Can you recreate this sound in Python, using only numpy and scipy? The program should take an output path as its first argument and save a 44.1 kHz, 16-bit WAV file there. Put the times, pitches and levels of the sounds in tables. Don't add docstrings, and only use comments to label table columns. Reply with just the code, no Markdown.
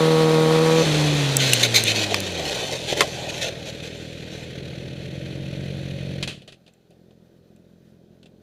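import sys
import numpy as np
from scipy import signal
from scipy.fft import rfft, irfft, next_fast_len
from scipy.io import wavfile
from scipy.ndimage import uniform_filter1d

SR = 44100
rng = np.random.default_rng(int(sys.argv[2]) if len(sys.argv) > 2 else 0)


def log_audio(samples):
    frames = np.atleast_2d(samples).T
    limited = np.clip(frames, -1, 1)
    pcm = np.round(limited * 32767).astype(np.int16)
    wavfile.write(sys.argv[1], SR, pcm)


N = 371322
TIME = np.arange(N) / SR
IDLE_HZ, RACING_HZ = 39.89, 154.6
SHUT_S, STALL_S = 0.825, 6.22

# f/Hz, width/Hz, gain/dB
PIPE_MODES = [(133.5, 27, 6), (167, 82, 1.5), (311, 30, 6), (550, 36, 4.5)]
# f/Hz, level/dB
BODYWORK = [(60, -15), (250, -10), (340, -2.5), (450, 3.5), (620, 3.5), (780, 0.5), (900, -8),
            (1100, -16.5), (2000, -35), (8000, -71)]


def engine():
    # t/s, firing rate/Hz
    revs = [(0.0, 159.9), (0.38, 157.6), (0.82, 162.2), (0.91, 151.2), (1.02, 151.0), (1.19, 145.3),
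            (1.26, 139.3), (1.46, 133.0), (1.57, 119.5), (1.63, 120.6), (2.21, 97.0), (2.34, 86.7),
            (2.41, 79.5), (2.65, 50.4)]
    settle_s, snap_s = 0.08, 0.005
    settling = np.exp(-since(revs[-1][0]) / settle_s)
    hz, dying_db = stalled(IDLE_HZ + (curve(revs) - IDLE_HZ) * settling)
    turns = np.cumsum(hz * (1 + .003 * wander(25))) / SR
    throttle = np.clip(1 - since(SHUT_S) / snap_s, 0, 1)
    breathing = throttle * intake(turns) + exhaust(turns, hz, dying_db)
    machinery = crankcase(turns, hz, throttle) + valve_clatter(turns, hz, throttle)
    return breathing + amp(dying_db) * machinery


def intake(turns):
    # f/Hz, level/dB
    honk_spectrum = [(40, -39), (80, -22), (160, 0.5), (240, -0.5), (320, -4.5), (400, -4.5), (480, 1.5),
                     (560, -4.5), (650, -14), (1120, -13.5), (1300, -18), (1700, -32), (4000, -44),
                     (12000, -102)]
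    rasp_spectrum = [(300, -14.5), (600, -3.5), (800, -7), (1200, -11.5), (1600, -23), (4000, -34)]
    # f/Hz, width/Hz, gain/dB
    airbox = [(490, 26, 4)]
    suction = -firings(turns, uneven=0.34, rough=0.082)
    honk = steady(emphasise(colour(suction, honk_spectrum), airbox))
    rasp = colour(puffs(turns, depth=4.8, lag=0.082), rasp_spectrum)
    return amp(-16) * honk + amp(-35) * rasp


def exhaust(turns, hz, dying_db):
    # f/Hz, level/dB
    spectrum = [(20, -36.5), (45, -12.5), (90, -0.5), (138, -4), (180, -1.5), (230, -9.5), (270, -10),
                (315, -9), (380, -15.5), (560, -15.5), (900, -36), (2000, -58.5), (8000, -100)]
    build_s, fade_share = 0.03, 0.85
    lurch = 0.016 * np.sin(np.pi * turns) + 0.0089 * wander(60)
    ragged = 0.14 * np.sqrt(IDLE_HZ / hz)
    pulses = firings(turns + lurch, uneven=0.15, rough=ragged)
    thud = steady(emphasise(colour(pulses, spectrum), PIPE_MODES))
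    envelope = (1 - np.exp(-since(SHUT_S) / build_s)) * amp(fade_share * dying_db)
    return thud * envelope * with_speed(hz, idle_db=-39, racing_db=-19, db_per_octave=22)


def crankcase(turns, hz, throttle):
    # f/Hz, level/dB
    whirr_spectrum = [(120, -32.5), (300, -7.5), (430, 1.5), (580, 6), (700, -4.5), (900, -18.5),
                      (1400, -30), (5000, -71.5)]
    rumble_spectrum = [(25, -26), (70, -9), (130, 1), (260, -1), (350, 3), (450, 5), (580, 1), (690, -7),
                       (850, -15), (1050, -25), (2000, -39.5), (9000, -83.5)]
    lift_db, lift_decay_s = 6, 0.069
    whirr = amp(-9.0 - 5.3 * throttle) * steady(colour(crank_orders(turns, count=30), whirr_spectrum))
    rumble = amp(-2 - 11.2 * throttle) * colour(puffs(turns, depth=0.22, lag=0.23), rumble_spectrum)
    lift = amp(lift_db * np.exp(-since(SHUT_S) / lift_decay_s))
    return (whirr + rumble) * lift * with_speed(hz, idle_db=-45.5, racing_db=-28, db_per_octave=7)


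def valve_clatter(turns, hz, throttle):
    # f/Hz, level/dB
    spectrum = [(300, -16.5), (1000, -16.5), (1300, -8.5), (1550, -3), (2000, -3.5), (2700, 2), (3300, 1.5),
                (4300, -0.5), (4900, -14), (6000, -10.5), (8500, -21.5), (10700, -22), (12500, -29.5),
                (15000, -30)]
    ticking = amp(1.6 * wander(55)) * colour(puffs(turns, depth=.24, lag=.3), spectrum)
    return ticking * amp(-6 * throttle) * with_speed(hz, idle_db=-48, racing_db=-34.5, db_per_octave=7)


def grinding():
    # f/Hz, level/dB
    spectrum = [(300, -19), (750, -11), (1150, -20), (1550, -8), (2000, -8), (2600, -0.5), (3100, 0.5),
                (4150, 0.5), (4900, -11), (6100, -6), (7300, -10.5), (8400, -17), (11500, -23),
                (15000, -31.5)]
    grind, roar = contact()
    tearing = grains(per_s=3500, spread_db=2.0) * grind * amp(0.67 * wander(47))
    drumming = grains(per_s=4800, spread_db=1.0) * roar * amp(1.5 * wander(25))
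    return shifting(colour(tearing, spectrum) + colour(drumming, BODYWORK), depth_db=3)


def contact():
    # t/s, grinding level/dB, roar level/dB
    slide = [(0.6, -35.5, -75), (0.75, -28, -67), (1.3, -31.5, -49), (1.65, -29.5, -37),
             (2.3, -35.5, -38.5), (2.6, -29.5, -30.5), (2.8, -34.5, -38.5), (3.4, -37.5, -35.5),
             (3.55, -46, -43), (4.1, -47, -63), (5.1, -76.5, -70.5)]
    # t/s, length/s, grinding level/dB, roar level/dB
    scrapes = [(1.385, 0.2, -25, -40), (1.59, 0.067, -21.5, -34.5), (1.753, 0.055, -26.5, -36),
               (1.844, 0.077, -24.5, -42), (1.944, 0.099, -25, -34), (2.1, 0.084, -31.5, -33),
               (2.257, 0.02, -31, -32), (2.37, 0.029, -30.5, -34), (2.443, 0.12, -31.5, -33.5),
               (2.709, 0.054, -31.5, -32), (2.869, 0.065, -27.5, -33), (2.963, 0.079, -28, -28),
               (3.282, 0.021, -30, -50), (3.329, 0.055, -36, -55), (3.406, 0.029, -25.5, -46),
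               (3.434, 0.056, -30, -32), (3.652, 0.049, -37.5, -39.5), (3.82, 0.06, -39.5, -42.5),
               (4.307, 0.14, -45.5, -50)]
    attack_s, release_s = 0.011, 0.006
    power = amp([curve(slide), curve(slide, column=2)]) ** 2
    t = np.arange(SR // 2) / SR
    for s, length, grind_db, roar_db in scrapes:
        press = np.minimum(t / attack_s, 1) * np.exp(-np.maximum(t - length, 0) / release_s)
        add(power[0], s, (amp(grind_db) * press) ** 2)
        add(power[1], s, (amp(roar_db) * press) ** 2)
    return np.sqrt(power)


def gouges():
    # t/s, level/dB, rise/s, decay/s
    digs = [(1.385, -24.5, 0.043, .13), (1.627, -12, 0.0063, 0.015), (1.739, -14.5, .005, 0.019),
            (1.752, -12.5, 0.011, .022), (1.862, -22.5, 0.016, 0.036)]
    # f/Hz, width/Hz, relative level/dB
    modes = [(2210, 170, -3), (2300, 200, -16.5), (3250, 700, -8.5), (3687, 100, -2), (4080, 200, 2.5),
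             (6370, 260, -4), (7100, 580, -10), (11140, 5000, -12)]
    force, t = np.zeros(N), np.arange(SR // 4) / SR
    for s, db, rise, decay in digs:
        add(force, s, amp(db) * np.minimum(t / rise, 1) * np.exp(-np.maximum(t - rise, 0) / decay))
    ring = sum(amp(db) * resonate(force * rng.standard_normal(N), hz, width) for hz, width, db in modes)
    return ring / np.linalg.norm(amp(np.array(modes)[:, 2]))


def grit():
    # t/s, level/dB, ring f/Hz, decay/s, crack as a share of the ring
    stones = [(1.3685, 1.5, 7780, 0.00086, 0.78), (1.5337, -2, 2790, 0.0038, 0.57),
              (1.8385, -8.5, 8650, 0.00063, 0.99), (2.1438, 2.5, 2560, 0.00031, 0.19),
              (2.1448, -6, 4970, 0.0008, 0.31), (2.204, -16.5, 8800, 0.00075, 1.5),
              (2.322, -32, 9500, .0006, 0.68), (2.977, -25, 6860, 0.00079, 0.99),
              (6.737, -54, 7500, .002, 0.63), (6.906, -59, 9720, 0.0022, 0.87),
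              (7.562, -57.5, 7550, 0.0017, 0.84)]
    snap_spectrum = [(1500, -16), (4800, -4), (7000, 7.5), (15000, -2.5)]  # f/Hz, level/dB
    out, t = np.zeros(N), np.arange(SR // 50) / SR
    for s, db, hz, decay, crack in stones:
        snap = unit(colour(rng.standard_normal(len(t)), snap_spectrum))
        envelope = np.exp(-t / decay) * (1 - np.exp(-t / .0001))
        add(out, s, amp(db) * (np.sin(2 * np.pi * hz * t) + crack * snap) * envelope)
    return out


def blows():
    # t/s, level/dB, decay/s, relative drive of the ring/dB
    hits = [(2.1437, -14, 0.0027, -12), (3.0066, -5, 0.0044, -1.5), (3.016, -18, 0.0056, 9.5)]
    # f/Hz, level/dB
    spectrum = [(60, -23.5), (280, -13.5), (420, -7.5), (850, -6), (1200, 2), (1550, -7), (2000, -2),
                (2900, -0.5), (4500, -13), (7000, -14), (10000, -21), (15000, -34.5)]
    # f/Hz, width/Hz, level/dB
    modes = [(450, 30, -10.5), (1063, 50, -6), (2540, 45, -18.5), (3400, 80, -22)]
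    force, drive = np.zeros((2, N))
    for s, db, decay, ring_db in hits:
        burst = amp(db) * crunch(decay, rise=0.000705)
        add(force, s, burst)
        add(drive, s, amp(ring_db) * burst)
    ring = sum(amp(db) * resonate(drive, hz, width) for hz, width, db in modes)
    return amp(1.5) * colour(force, spectrum) + ring


def bumps():
    # t/s, level/dB, decay/s, thud relative to the clack/dB
    knocks = [(2.9254, -20.5, 0.005, 10.5), (6.2266, -21, 0.013, -18), (6.237, -45, 0.012, -18),
              (6.275, -25, 0.016, -37), (6.291, -33.5, 0.039, -12), (6.419, -47, 0.01, -1),
              (6.4763, -39.5, .018, -8), (6.522, -43, 0.015, -9), (6.6637, -51.5, .008, -7),
              (6.677, -49, 0.011, 0.5), (6.737, -64, .009, -9), (6.906, -61, 0.019, 5),
              (7.108, -57.5, 0.0068, 10), (7.562, -64, .008, 2), (8.2291, -48, 0.0076, -8),
              (8.2572, -49.5, 0.0099, -6)]
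    # f/Hz, level/dB
    fairing = [(100, -5.5), (400, -5), (950, -10.5), (1500, -8.5), (2200, -9), (2700, 4.5), (3100, 2.5),
               (4200, -1.5), (5200, -12), (7000, -13), (10000, -19.5), (15000, -40.5)]
    clack, thud = np.zeros((2, N))
    for s, db, decay, thud_db in knocks:
        force = amp(db) * crunch(decay, rise=0.00038)
        add(clack, s, force)
        add(thud, s, amp(thud_db) * force)
    return colour(clack, fairing) + colour(thud, BODYWORK)


def wreck_idle():
    # t/s, firing rate/Hz
    revs = [(4.75, 44.6), (5.77, 46.3), (6.15, 45.7)]
    # t/s, distance/m
    distance = [(1.5, 11), (3.0, 2.5), (4.1, 5.9), (4.6, 2), (5.6, 0.83)]
    # f/Hz, level/dB
    hum_spectrum = [(25, -28), (46, -15), (92, -4.5), (138, -2), (184, -3), (230, -10), (276, -17),
                    (322, -14), (380, -21), (520, -23), (580, -15), (900, -38), (8000, -100)]
    tick_spectrum = [(3000, -29.5), (8000, -10), (10500, 0.5), (12500, -11.5), (15000, -18.5)]
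    hum_db, tick_db = -32.5, -70
    hz, dying_db = stalled(curve(revs))
    turns = np.cumsum(hz * (1 + .002 * wander(8.7))) / SR
    pulses = firings(turns, uneven=0.096, rough=0.04)
    hum = amp(hum_db) * steady(emphasise(colour(pulses, hum_spectrum), PIPE_MODES))
    ticks = amp(tick_db) * colour(puffs(turns, depth=4.0, lag=.2), tick_spectrum)
    return (hum + ticks) * amp(dying_db) / curve(distance)


def wind():
    # f/Hz, level/dB
    spectrum = [(40, -22), (200, -4), (800, 4.5), (1500, -2.5), (2500, -3.5), (4100, 1), (5000, -9.5),
                (7000, -12.5), (10000, -15), (15000, -32)]
    brake_s, fall_db_per_s = 1.15, 11
    level_db = -30 - fall_db_per_s * since(brake_s) + 1.3 * wander(20)
    return amp(level_db) * colour(rng.standard_normal(N), spectrum)


def far_idle():
    # f/Hz, level/dB
    pipe = [(25, -27), (45, -15), (85, -7.5), (130, -4), (175, 0), (220, -0.5), (265, -10), (350, -6),
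            (450, -9.5), (600, -13), (750, -26.5), (1000, -35.5), (2000, -51.5), (8000, -91)]
    # t/s, level/dB
    level = [(6.6, -57.5), (6.82, -60.5), (6.93, -54), (8.42, -52)]
    firing_hz = 43.1
    turns = np.cumsum(firing_hz * (1 + 0.016 * wander(21))) / SR
    pulses = firings(turns + 0.0081 * wander(66), uneven=.12, rough=0.2)
    beat = unit(colour(pulses, [(200, 1), (350, -4.5), (900, -13.5)]))
    gas = colour(puffs(turns, depth=.35, lag=.3), [(180, -6), (400, 0), (1000, 0)])
    idle = unit(unit(colour(beat, pipe)) + 0.77 * unit(colour(gas, pipe)))
    return amp(curve(level)) * idle


def open_air():
    # f/Hz, level/dB
    spectrum = [(300, -8), (900, -6), (1500, 2), (2200, -7), (3800, -1.5), (5000, -6.5), (6300, -9.5),
                (8000, -13.5), (15000, -12)]
    return amp(-72.5 + 1.2 * wander(8)) * colour(rng.standard_normal(N), spectrum)


def firings(turns, uneven, rough):
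    at = np.flatnonzero(np.diff(np.floor(turns)))
    cylinder = np.array([1, -.5, .3, -.8])[np.arange(len(at)) % 4]
    pulses = np.zeros(N)
    pulses[at] = 1 + uneven * cylinder + (rough * rng.standard_normal(N))[at]
    return pulses


def puffs(turns, depth, lag):
    return unit(rng.standard_normal(N) * np.exp(depth * np.cos(2 * np.pi * (turns - lag))))


def crank_orders(turns, count):
    phases = rng.random(count)
    return unit(sum(np.cos(2 * np.pi * (k * turns / 2 + phase)) for k, phase in enumerate(phases, 3)))


def stalled(hz, run_down_s=0.55, fade_db_per_s=97):
    return hz * np.exp(-since(STALL_S) / run_down_s), -fade_db_per_s * since(STALL_S)


def with_speed(hz, idle_db, racing_db, db_per_octave):
    return np.hypot(amp(idle_db), amp(racing_db + db_per_octave * np.log2(hz / RACING_HZ)))


def grains(per_s, spread_db):
    size = amp(spread_db * np.minimum(rng.exponential(1, N), 4))
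    return unit(size * rng.choice([-1, 1], N) * (rng.random(N) < per_s / SR))


def crunch(decay, rise):
    t = np.arange(SR // 3) / SR
    return rng.standard_normal(len(t)) * np.exp(-t / decay) * (1 - np.exp(-t / rise))


def shifting(x, depth_db, size=1024):
    frames = signal.stft(x, nperseg=size)[2]
    drift = uniform_filter1d(rng.standard_normal(frames.shape), 7, axis=1)
    patches = unit(uniform_filter1d(drift, 3, axis=0))
    return signal.istft(frames * unit(amp(depth_db * patches)), nperseg=size)[1][:N]


def colour(x, spectrum, size=4096):
    hz, db = np.transpose(spectrum)
    log_hz = np.log(abs(np.fft.fftfreq(size, 1 / SR)) + 1)
    log_gain = np.log(amp(np.interp(log_hz, np.log(hz), db)))
    ring = np.fft.ifft(np.exp(np.conj(signal.hilbert(log_gain)))).real[:size // 2]
    return signal.oaconvolve(x, ring / np.linalg.norm(ring))[:len(x)]


def resonate(x, hz, width):
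    r = np.exp(-np.pi * width / SR)
    feedback = [1, -2 * r * np.cos(2 * np.pi * hz / SR), r * r]
    return signal.lfilter([1, 0, -1], feedback, x) * np.sqrt((1 - r * r) / 2)


def emphasise(x, peaks):
    for hz, width, db in peaks:
        x = x + (amp(db) - 1) * signal.lfilter(*signal.iirpeak(hz, hz / width, fs=SR), x)
    return x


def wander(per_s):
    size = next_fast_len(N)
    hz = np.fft.rfftfreq(size, 1 / SR)
    return unit(irfft(rfft(rng.standard_normal(size)) / (1 + (hz / per_s) ** 4), size)[:N])


def steady(x, size=6000):
    return x / np.sqrt(abs(uniform_filter1d(uniform_filter1d(x ** 2, size), size)) + 1e-12)


def unit(x):
    return x / np.sqrt(np.mean(x ** 2) + 1e-20)


def amp(db):
    return 10 ** (np.asarray(db) / 20)


def curve(rows, column=1):
    rows = np.array(rows, float)
    return np.interp(TIME, rows[:, 0], rows[:, column])


def since(s):
    return np.maximum(TIME - s, 0)


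def add(mix, s, sound):
    part = mix[round(s * SR):][:len(sound)]
    part += sound[:len(part)]


def scene():
    mix = engine() + wreck_idle() + wind()
    mix += grinding() + gouges() + grit() + blows() + bumps()
    mix += far_idle() + open_air()
    return np.array([mix, mix])


def record(dry):
    # f/Hz, width/Hz, gain/dB
    housing = [(1510, 110, 2.5), (1870, 120, 5), (2078, 100, 2.5), (2480, 150, 4), (2787, 120, -6.5),
               (4370, 57, 2.5), (4880, 350, 2), (6213, 350, 2.5), (6600, 350, -2.5), (7250, 450, 1.5),
               (7840, 280, -4), (8110, 350, 1.5), (11100, 450, 0.5)]
    edge_hz = 15500
    clipped = np.clip(emphasise(dry, housing), -1, 1)
    lowpass = signal.firwin(255, edge_hz, window=("kaiser", 8), fs=SR)
    return signal.oaconvolve(clipped, lowpass[None], "same")


dry = scene()
out = record(dry)
log_audio(out)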